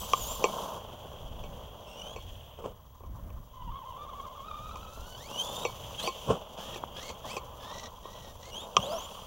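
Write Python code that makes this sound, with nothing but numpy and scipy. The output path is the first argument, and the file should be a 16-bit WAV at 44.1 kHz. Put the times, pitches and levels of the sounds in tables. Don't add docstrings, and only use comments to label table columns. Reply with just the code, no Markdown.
import sys
import numpy as np
from scipy import signal
from scipy.fft import rfft, irfft
from scipy.io import wavfile

SR = 44100
rng = np.random.default_rng(int(sys.argv[2]) if len(sys.argv) > 2 else 0)


def inscribe(sig):
    pcm = np.round(np.clip(np.atleast_2d(sig).T, -1, 1) * 32767)
    wavfile.write(sys.argv[1], SR, pcm.astype(np.int16))


N = 408366
T = np.arange(N) / SR
FREQS = np.maximum(np.fft.rfftfreq(N, 1 / SR), 1)
TOP_HZ = 15850


def undb(db):
    return 10 ** (np.asarray(db) / 20)


def unit(x):
    return x / np.sqrt(np.mean(x ** 2))


def curves(table):
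    seconds, *columns = np.transpose(table)
    return [np.interp(T, seconds, column) for column in columns]


def read(spectrum, hz):
    table_hz, db = np.transpose(spectrum)
    return np.interp(np.log(hz), np.log(table_hz), db)


def colour(x, spectrum):
    nearest_hz = np.clip(FREQS, spectrum[0][0], spectrum[-1][0])
    octaves_outside = np.abs(np.log2(FREQS / nearest_hz))
    gain = undb(read(spectrum, FREQS) - 48 * octaves_outside)
    return unit(irfft(rfft(x) * gain, N))


def walk(rate):
    smoothing = 1 + (FREQS / rate) ** 4
    return unit(irfft(rfft(rng.standard_normal(N)) / smoothing, N))


def grit(per_s, spread_db, share):
    happens = rng.random(N) < per_s / SR
    sign = rng.choice([-1, 1], N)
    size = undb(spread_db * np.minimum(rng.exponential(size=N), 4))
    return unit(rng.standard_normal(N) + share * unit(happens * sign * size))


# frequency in Hz, side minus mid in dB.
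PORT_WIDTH = [(250, -58), (600, -79), (3000, -21.5), (10000, -7)]


def stereo(x, spectrum):
    side = irfft(rfft(rng.standard_normal(N)) * undb(read(PORT_WIDTH, FREQS)), N)
    return colour(np.array([x + side, x - side]), spectrum)


def fade(start, end, edge_s):
    return np.clip(np.minimum(T - start, end - T) / edge_s + .5, 0, 1)


# time in seconds, distance to the microphone in m.
LAP_DISTANCE = [(0, 10.9), (1, 8.2), (1.8, 10.1), (2.8, 9.7), (4.2, 13), (5.4, 10.4), (6.3, 4.43),
                (7.3, 5.15), (8.3, 10.35), (9.26, 18)]
REFERENCE_M = 10


def distance_db():
    metres, = curves(LAP_DISTANCE)
    return -20 * np.log10(metres / REFERENCE_M)


# frequency in Hz, rms level in dB.
WHISTLE_TONES = [(14147, -73.5), (15735, -69.5)]


def whistle():
    return sum(np.sqrt(2) * undb(db) * np.sin(2 * np.pi * hz * T) for hz, db in WHISTLE_TONES)


# frequency in Hz, relative level in dB per Hz.
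YARD_SPECTRUM = [(60, -1), (124, -5.5), (160, -16.5), (300, -27.5), (590, -14.5), (1100, -31), (1700, -32),
                 (3090, -45.5), (4500, -52.5), (9500, -47.5), (15800, -36)]


def yard(level_db=-55.5):
    return stereo(rng.standard_normal(N), YARD_SPECTRUM) * undb(level_db + 3.3 * walk(1.1))


# frequency in Hz, relative level in dB per Hz.
WIND_SPECTRUM = [(18, 1), (63, -1), (134, -12), (320, -24.5)]
# start in seconds, end in seconds, level in dB.
WIND_GUSTS = [(-.1, 0.46, -46), (1.203, 1.576, -41.5), (2.15, 2.364, -50), (3.03, 3.43, -43),
              (3.618, 3.74, -40), (4.515, 4.9, -48), (4.97, 5.072, -44)]
BREEZE_DB, GUST_EDGE_S = -54, .08


def wind():
    power = undb(BREEZE_DB) ** 2
    for start, end, db in WIND_GUSTS:
        power = power + (undb(db) * fade(start, end, GUST_EDGE_S)) ** 2
    return colour(rng.standard_normal(N), WIND_SPECTRUM) * np.sqrt(power) * undb(0.49 * walk(16))


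# frequency in Hz, relative level in dB per Hz.
HISS_SPECTRUM = [(3700, 2), (4200, -6), (4750, -1), (5150, -7), (5900, 3), (7400, -2.5), (8200, -14),
                 (9200, -5.5), (9800, -12), (10900, -3.5), (12500, -19), (14500, 0), (15500, -14.5)]
# time in seconds, level in dB.
SPRAY_LEVEL = [(3.5, -72), (4.5, -66), (5.15, -57.5), (5.38, -51.5), (5.62, -50), (5.8, -64)]


def spray():
    db, = curves(SPRAY_LEVEL)
    sand = stereo(grit(per_s=500, spread_db=1.5, share=0.99), HISS_SPECTRUM)
    return sand * undb(db + 2.2 * walk(25))


# time in seconds, level in dB.
DRONE_LEVEL = [(0, -50.5), (.7, -45), (1.0, -68), (5.1, -59), (5.5, -50.5), (6.8, -63), (7.7, -51.5),
               (8.4, -62), (9.0, -47), (9.26, -52.5)]
# frequency in Hz, relative level in dB per Hz.
BODY_SPECTRUM = [(800, -7), (1040, 3), (1200, -5), (1400, -16)]


def drone():
    db, = curves(DRONE_LEVEL)
    body = colour(grit(per_s=340, spread_db=3.5, share=0.36), BODY_SPECTRUM)
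    return body * undb(db + 3.8 * walk(44))


# frequency in Hz, relative level in dB per Hz.
DIRT_SPECTRUM = [(200, -2.5), (320, -10.5), (460, 3.5), (800, -9.5), (1060, -4), (2000, -37.5),
                 (3090, -16.5), (4030, -40), (6070, -32), (9000, -37.5)]
# time of the peak in seconds, level in dB, rise in seconds,
# fall in seconds, low thud against the grit in dB.
TYRE_SCRUBS = [(2.591, -42, 0.0052, 0.026, -8), (2.653, -37, 0.0095, 0.034, -9),
               (6.308, -21.5, 0.017, 0.022, -5.5), (8.79, -46, 0.015, 0.044, 9.5)]


def scrubs():
    dirt = stereo(grit(per_s=390, spread_db=5.5, share=0.63), DIRT_SPECTRUM)
    thud = colour(rng.standard_normal(N), [(60, -9), (115, -2), (190, 0), (260, -46)])
    out = 0
    for peak_s, db, rise, fall, thud_db in TYRE_SCRUBS:
        swell = np.exp(-np.maximum((peak_s - T) / rise, (T - peak_s) / fall))
        out = out + undb(db) * swell * (dirt + undb(thud_db) * thud)
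    return out


# frequency in Hz, relative level in dB per Hz.
TYRE_SPECTRUM = [(130, -7.5), (200, -2), (320, -12.5), (480, -1.5), (600, 1.5), (730, -4.5), (860, -3.5),
                 (1060, -5), (1310, -16.5), (1550, -19.5), (2200, -49)]
GEARBOX_SPECTRUM = [(1800, -19), (2400, -14), (2700, -4.5), (3240, 5), (3450, -1.5), (3890, -20.5),
                    (4600, -35)]
# time in seconds, speed of the wheel rims in m/s.
RIM_SPEED = [(0, 19), (.55, 17.1), (.72, 12.2), (.85, 6.05), (1.7, 5.54), (2.3, 6.1), (2.62, 1.9),
             (2.8, 0.68), (3.45, 0.94), (4.1, 4.7), (5.05, 4.73), (5.5, 6.8), (5.8, 8.6), (6.25, 7.9),
             (6.45, 3.24), (7.9, 3.1), (8.4, 3.2), (8.9, 12.9), (9.26, 9.3)]
# take-off in seconds, landing in seconds.
AIRBORNE = [(-.1, 0.39), (2.19, 3.1), (5.69, 6.28), (8.999, 9.4)]
# level in dB at the reference distance and speed with no throttle, dB per doubling
# of speed, dB more at full throttle, dB more in the air.
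TYRE_LAW = (-51.5, 7, 6, -7.5)
GEAR_LAW = (-59, 5, 8, 1.5)
TREAD_LAW = (-69, 11, 4.5, 1.5)
# time in seconds, level in dB before a 1 dB cut.
DRIVE_SIZZLE = [(0, -45.5), (.13, -57), (.24, -44), (.5, -58), (.72, -58), (.82, -76)]
REFERENCE_M_S = 5


def running_gear(throttle):
    speed, = curves(RIM_SPEED)
    doublings = np.log2(speed / REFERENCE_M_S)
    airborne = sum(fade(take_off, landing, 0.013) for take_off, landing in AIRBORNE)
    nearness_db = distance_db()

    def level(law):
        db, speed_db, load_db, air_db = law
        return db + speed_db * doublings + load_db * throttle ** 2 + air_db * airborne + nearness_db

    ground = walk(29)
    tyres = stereo(grit(per_s=400, spread_db=4.5, share=0.6), TYRE_SPECTRUM)
    tyres = tyres * undb(level(TYRE_LAW) + 1.93 * ground)
    gears = stereo(grit(per_s=600, spread_db=3, share=.6), GEARBOX_SPECTRUM)
    gears = gears * undb(level(GEAR_LAW) + .8 * ground + 1.5 * walk(50))
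    treads = stereo(grit(per_s=900, spread_db=4, share=.6), HISS_SPECTRUM)
    treads = treads * undb(level(TREAD_LAW) + 1.3 * ground)
    sizzle_db, = curves(DRIVE_SIZZLE)
    sizzle_spectrum = [(9000, -9), (12500, -8), (13700, 0), (15500, -4)]
    sizzle = stereo(grit(per_s=900, spread_db=4, share=.6), sizzle_spectrum)
    sizzle = sizzle * undb(sizzle_db - 1 + 2 * walk(60))
    return tyres + gears + treads + sizzle


# time in seconds, pitch in Hz, level in dB.
LOAD_GROAN = [(8.796, 418, -58), (8.878, 565, -40), (8.923, 660, -34.5), (8.971, 643, -38.5),
              (8.99, 513, -53)]


def groan():
    hz, db = curves(LOAD_GROAN)
    phase = 2 * np.pi * np.cumsum(hz * (1 + 0.038 * walk(92))) / SR
    tone = np.sqrt(2) * (np.sin(phase) + undb(-15) * np.sin(2 * phase))
    return tone * undb(db + 2 * walk(50)) * fade(LOAD_GROAN[0][0], LOAD_GROAN[-1][0], 0.0077)


# time in seconds, peak in dB, place from 0 = suspension stop
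# to 1 = skid plate, highest pitch of the contact in Hz, share of the ring left undamped.
CHASSIS_KNOCKS = [(.134, -10, 0.82, 6650, 0.42), (0.441, -9, 0.14, 7000, 0.69),
                  (1.438, -36.5, 0.11, 9000, 0.91), (2.162, -27.5, 0, 7000, 1),
                  (2.577, -50, 0.076, 2000, 0.7), (2.64, -30.5, 0.18, 1430, 0.93),
                  (3.005, -40.5, 0.17, 1200, .4), (3.035, -38.5, 0.18, 1200, 0.8),
                  (3.303, -41.5, 0.41, 5900, 0.37), (4.758, -30, 0.46, 14050, 0.33),
                  (5.651, -15.5, 0, 9050, 0.95), (6.075, -17.5, 0, 10150, 1), (6.759, -27.5, 0.14, 7900, 1),
                  (6.837, -19, 0.49, 980, 0.043), (7.1, -29.5, 0.27, 8730, 1),
                  (7.367, -22.5, 0.05, 8000, 1), (8.054, -30.5, 0.02, 1220, 0.43),
                  (8.767, -5.5, 1, 7950, 0.42)]
# frequency in Hz, 60 dB decay in seconds when undamped,
# relative level in dB struck at the suspension stop, the same struck at the skid plate.
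CHASSIS_MODES = [(363, 0.044, -12, -14.5), (491, 0.026, -5.5, -6.5), (818, 0.022, -10.5, -4.5),
                 (1056, 0.094, -13.5, -2), (1186, 0.082, -21.5, -2), (2270, 0.18, -23.5, -41),
                 (2566, 0.0091, -0.5, 3.5), (3226, 0.019, -35, 2), (4353, 0.19, -30.5, -46),
                 (5915, 0.0047, -1.5, 11), (7470, 0.074, -25.5, -34)]


def knocks(attack_s=0.00068, rattle=0.049, rattle_s=0.012):
    size = SR // 4
    t = T[:size]
    hz, t60, stop_db, skid_db = np.transpose(CHASSIS_MODES)[:, :, None]
    sign = (-1) ** np.arange(len(hz))[:, None]
    waves = sign * np.sin(2 * np.pi * hz * t) * (1 - np.exp(-t / attack_s))
    out = np.zeros(N + size)
    for seconds, peak_db, place, contact_hz, free in CHASSIS_KNOCKS:
        strength = undb(stop_db + np.clip(place, 0, 1) * (skid_db - stop_db))
        decay = np.exp(-np.log(1000) * t / (t60 * free))
        ring = np.sum(waves * strength * decay, axis=0)
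        push = rattle * rng.standard_normal(size) * np.exp(-t / (rattle_s * free))
        push[0] += 1
        softness = signal.butter(3, min(contact_hz, TOP_HZ), fs=SR, output="sos")
        push = signal.sosfilt(softness, push)
        blow = signal.fftconvolve(push, ring)[:size]
        start = int(seconds * SR)
        out[start:start + size] += blow / np.abs(blow).max() * undb(peak_db)
    return out[:N]


# frequency in Hz, gain in dB.
SHELL_GAIN = [(1100, 11.5), (1600, -14), (2100, -11.5), (2650, -6.5), (3120, 4.5), (3600, -2.5), (4100, -8),
              (4700, -3), (5300, -11), (5950, -1.5), (7200, -6), (8500, -12.5), (11000, -9), (14000, -11)]
# time in seconds, mesh pitch in Hz,
# level of that tone as heard in dB, before its flutter.
LONG_RUN_UP = [(3.54, 1032, -49), (3.66, 1088, -48), (3.69, 944, -40.5), (3.72, 1115, -44.5),
               (3.84, 963, -47), (4.04, 1127, -46), (4.42, 1103, -49), (4.49, 1253, -48.5),
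               (4.55, 1175, -43.5), (5.0, 1348, -59.5), (5.18, 1575, -63), (5.33, 2873, -55),
               (5.4, 3066, -32), (5.44, 3445, -48.5), (5.67, 3669, -47)]
# start in seconds, end in seconds, mesh pitch at the start in Hz, pitch it
# swings towards in Hz, time of the swing in seconds, tone level in dB at the reference distance before the
THROTTLE_BURSTS = [(-.02, 0.068, 7820, 7700, 0.1, -41.5, 0.2, 0),
                   (0.158, .37, 7300, 6700, 0.089, -40.5, 0.2, 0.27),
                   (1.868, 2.15, 2730, 3390, 0.34, -52.5, 0.4, 0.45),
                   (5.99, 6.089, 3224, 4720, 0.087, -43.5, .9, .95),
                   (6.573, 6.792, 1607, 1873, .135, -57, 0.61, 0.94),
                   (6.953, 7.124, 1627, 2246, .135, -51.5, 0.72, 0.9),
                   (7.244, 7.39, 1750, 2640, .095, -50.5, .75, 1),
                   (7.61, 7.881, 1733, 1988, .2, -49, 0.67, 0.74),
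                   (8.04, 8.321, 1865, 1950, .16, -53.5, 0.64, 0.7),
                   (8.42, 8.515, 1995, 2400, 0.16, -50.5, 0.79, 0.7),
                   (8.523, 8.65, 2850, 3700, 0.12, -44, .25, 0.9),
                   (8.774, 9.07, 2765, 7330, .315, -43.5, 0.16, 1),
                   (9.08, 9.3, 8800, 9150, .17, -52, 0, 0.86)]
RUN_UP_RASP, THROTTLE_EDGE_S = .18, .026
CRAWL_THROTTLE, CHARGE_THROTTLE, CHARGE_HZ = 0.083, 0.91, 3110


def drive():
    hz, heard_db = curves(LONG_RUN_UP)
    gate = fade(LONG_RUN_UP[0][0], LONG_RUN_UP[-1][0], THROTTLE_EDGE_S)
    gain = gate * undb(heard_db - read(SHELL_GAIN, hz))
    rasp = gate * RUN_UP_RASP
    throttle = gate * np.interp(hz, [LONG_RUN_UP[0][1], CHARGE_HZ], [CRAWL_THROTTLE, CHARGE_THROTTLE])
    nearness = undb(distance_db())
    for start, end, from_hz, to_hz, swing_s, db, burst_rasp, opening in THROTTLE_BURSTS:
        on = fade(start, end, THROTTLE_EDGE_S)
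        now = on > 0
        swing = np.sin(np.pi / 2 * (T[now] - start) / swing_s) ** 2
        hz[now] = from_hz + (to_hz - from_hz) * swing
        gain = gain + on * undb(db) * nearness
        rasp = rasp + on * burst_rasp
        throttle = throttle + on * opening
        gate = gate + on
    return hz, gain, np.clip(rasp, 0, 1), np.clip(throttle, 0, 1), gate


GEAR_SLACK = (.4, .55, .25)
PINION_TEETH = 5
SHAKE_SLOW, SHAKE_FAST, SHAKE_HZ = .048, .014, 26
JITTER, RASP_JITTER = .011, .016
GEAR_HISS_DB, GEAR_HISS_RANGE_DB = -60, 14


def motor(hz, gain, rasp, throttle, gate):
    shake = np.interp(hz, [1130, 1350], [SHAKE_SLOW, SHAKE_FAST]) * walk(SHAKE_HZ)
    jitter = (JITTER + RASP_JITTER * rasp ** 2) * walk(120)
    phase = 2 * np.pi * np.cumsum(hz * (1 + shake + jitter)) / SR
    alternate, pinion, chance = GEAR_SLACK
    slack = alternate * np.sin(phase / 2) + pinion * np.sin(phase / PINION_TEETH) + chance * walk(260)
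    phase = phase + rasp * slack
    tone = 0
    for k, part_db in enumerate([-0.5, -5.5, -8.0, -22.5], 1):
        below_top = k * hz < TOP_HZ
        tone = tone + np.sin(k * phase) * below_top * undb(read(SHELL_GAIN, k * hz) + part_db)
    tone = np.sqrt(2) * tone * gain * undb(4 * walk(102))
    scrape_spectrum = [(1200, 29), (1900, 2), (2600, 1.5), (3300, 7), (4000, -31)]
    scrape = colour(rng.standard_normal(N), scrape_spectrum)
    hiss = stereo(grit(per_s=900, spread_db=3, share=.5), HISS_SPECTRUM) + undb(-3) * scrape
    hiss_db = GEAR_HISS_DB - GEAR_HISS_RANGE_DB * (1 - throttle) + distance_db() + walk(50)
    return tone + hiss * gate * undb(hiss_db)


def scene():
    hz, gain, rasp, throttle, gate = drive()
    surroundings = whistle() + yard() + wind()
    rolling = spray() + drone() + scrubs() + running_gear(throttle)
    return surroundings + rolling + groan() + knocks() + motor(hz, gain, rasp, throttle, gate)


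def record(dry):
    return signal.sosfilt(signal.ellip(12, .1, 80, TOP_HZ, fs=SR, output="sos"), dry)


dry = scene()
out = record(dry)
inscribe(out)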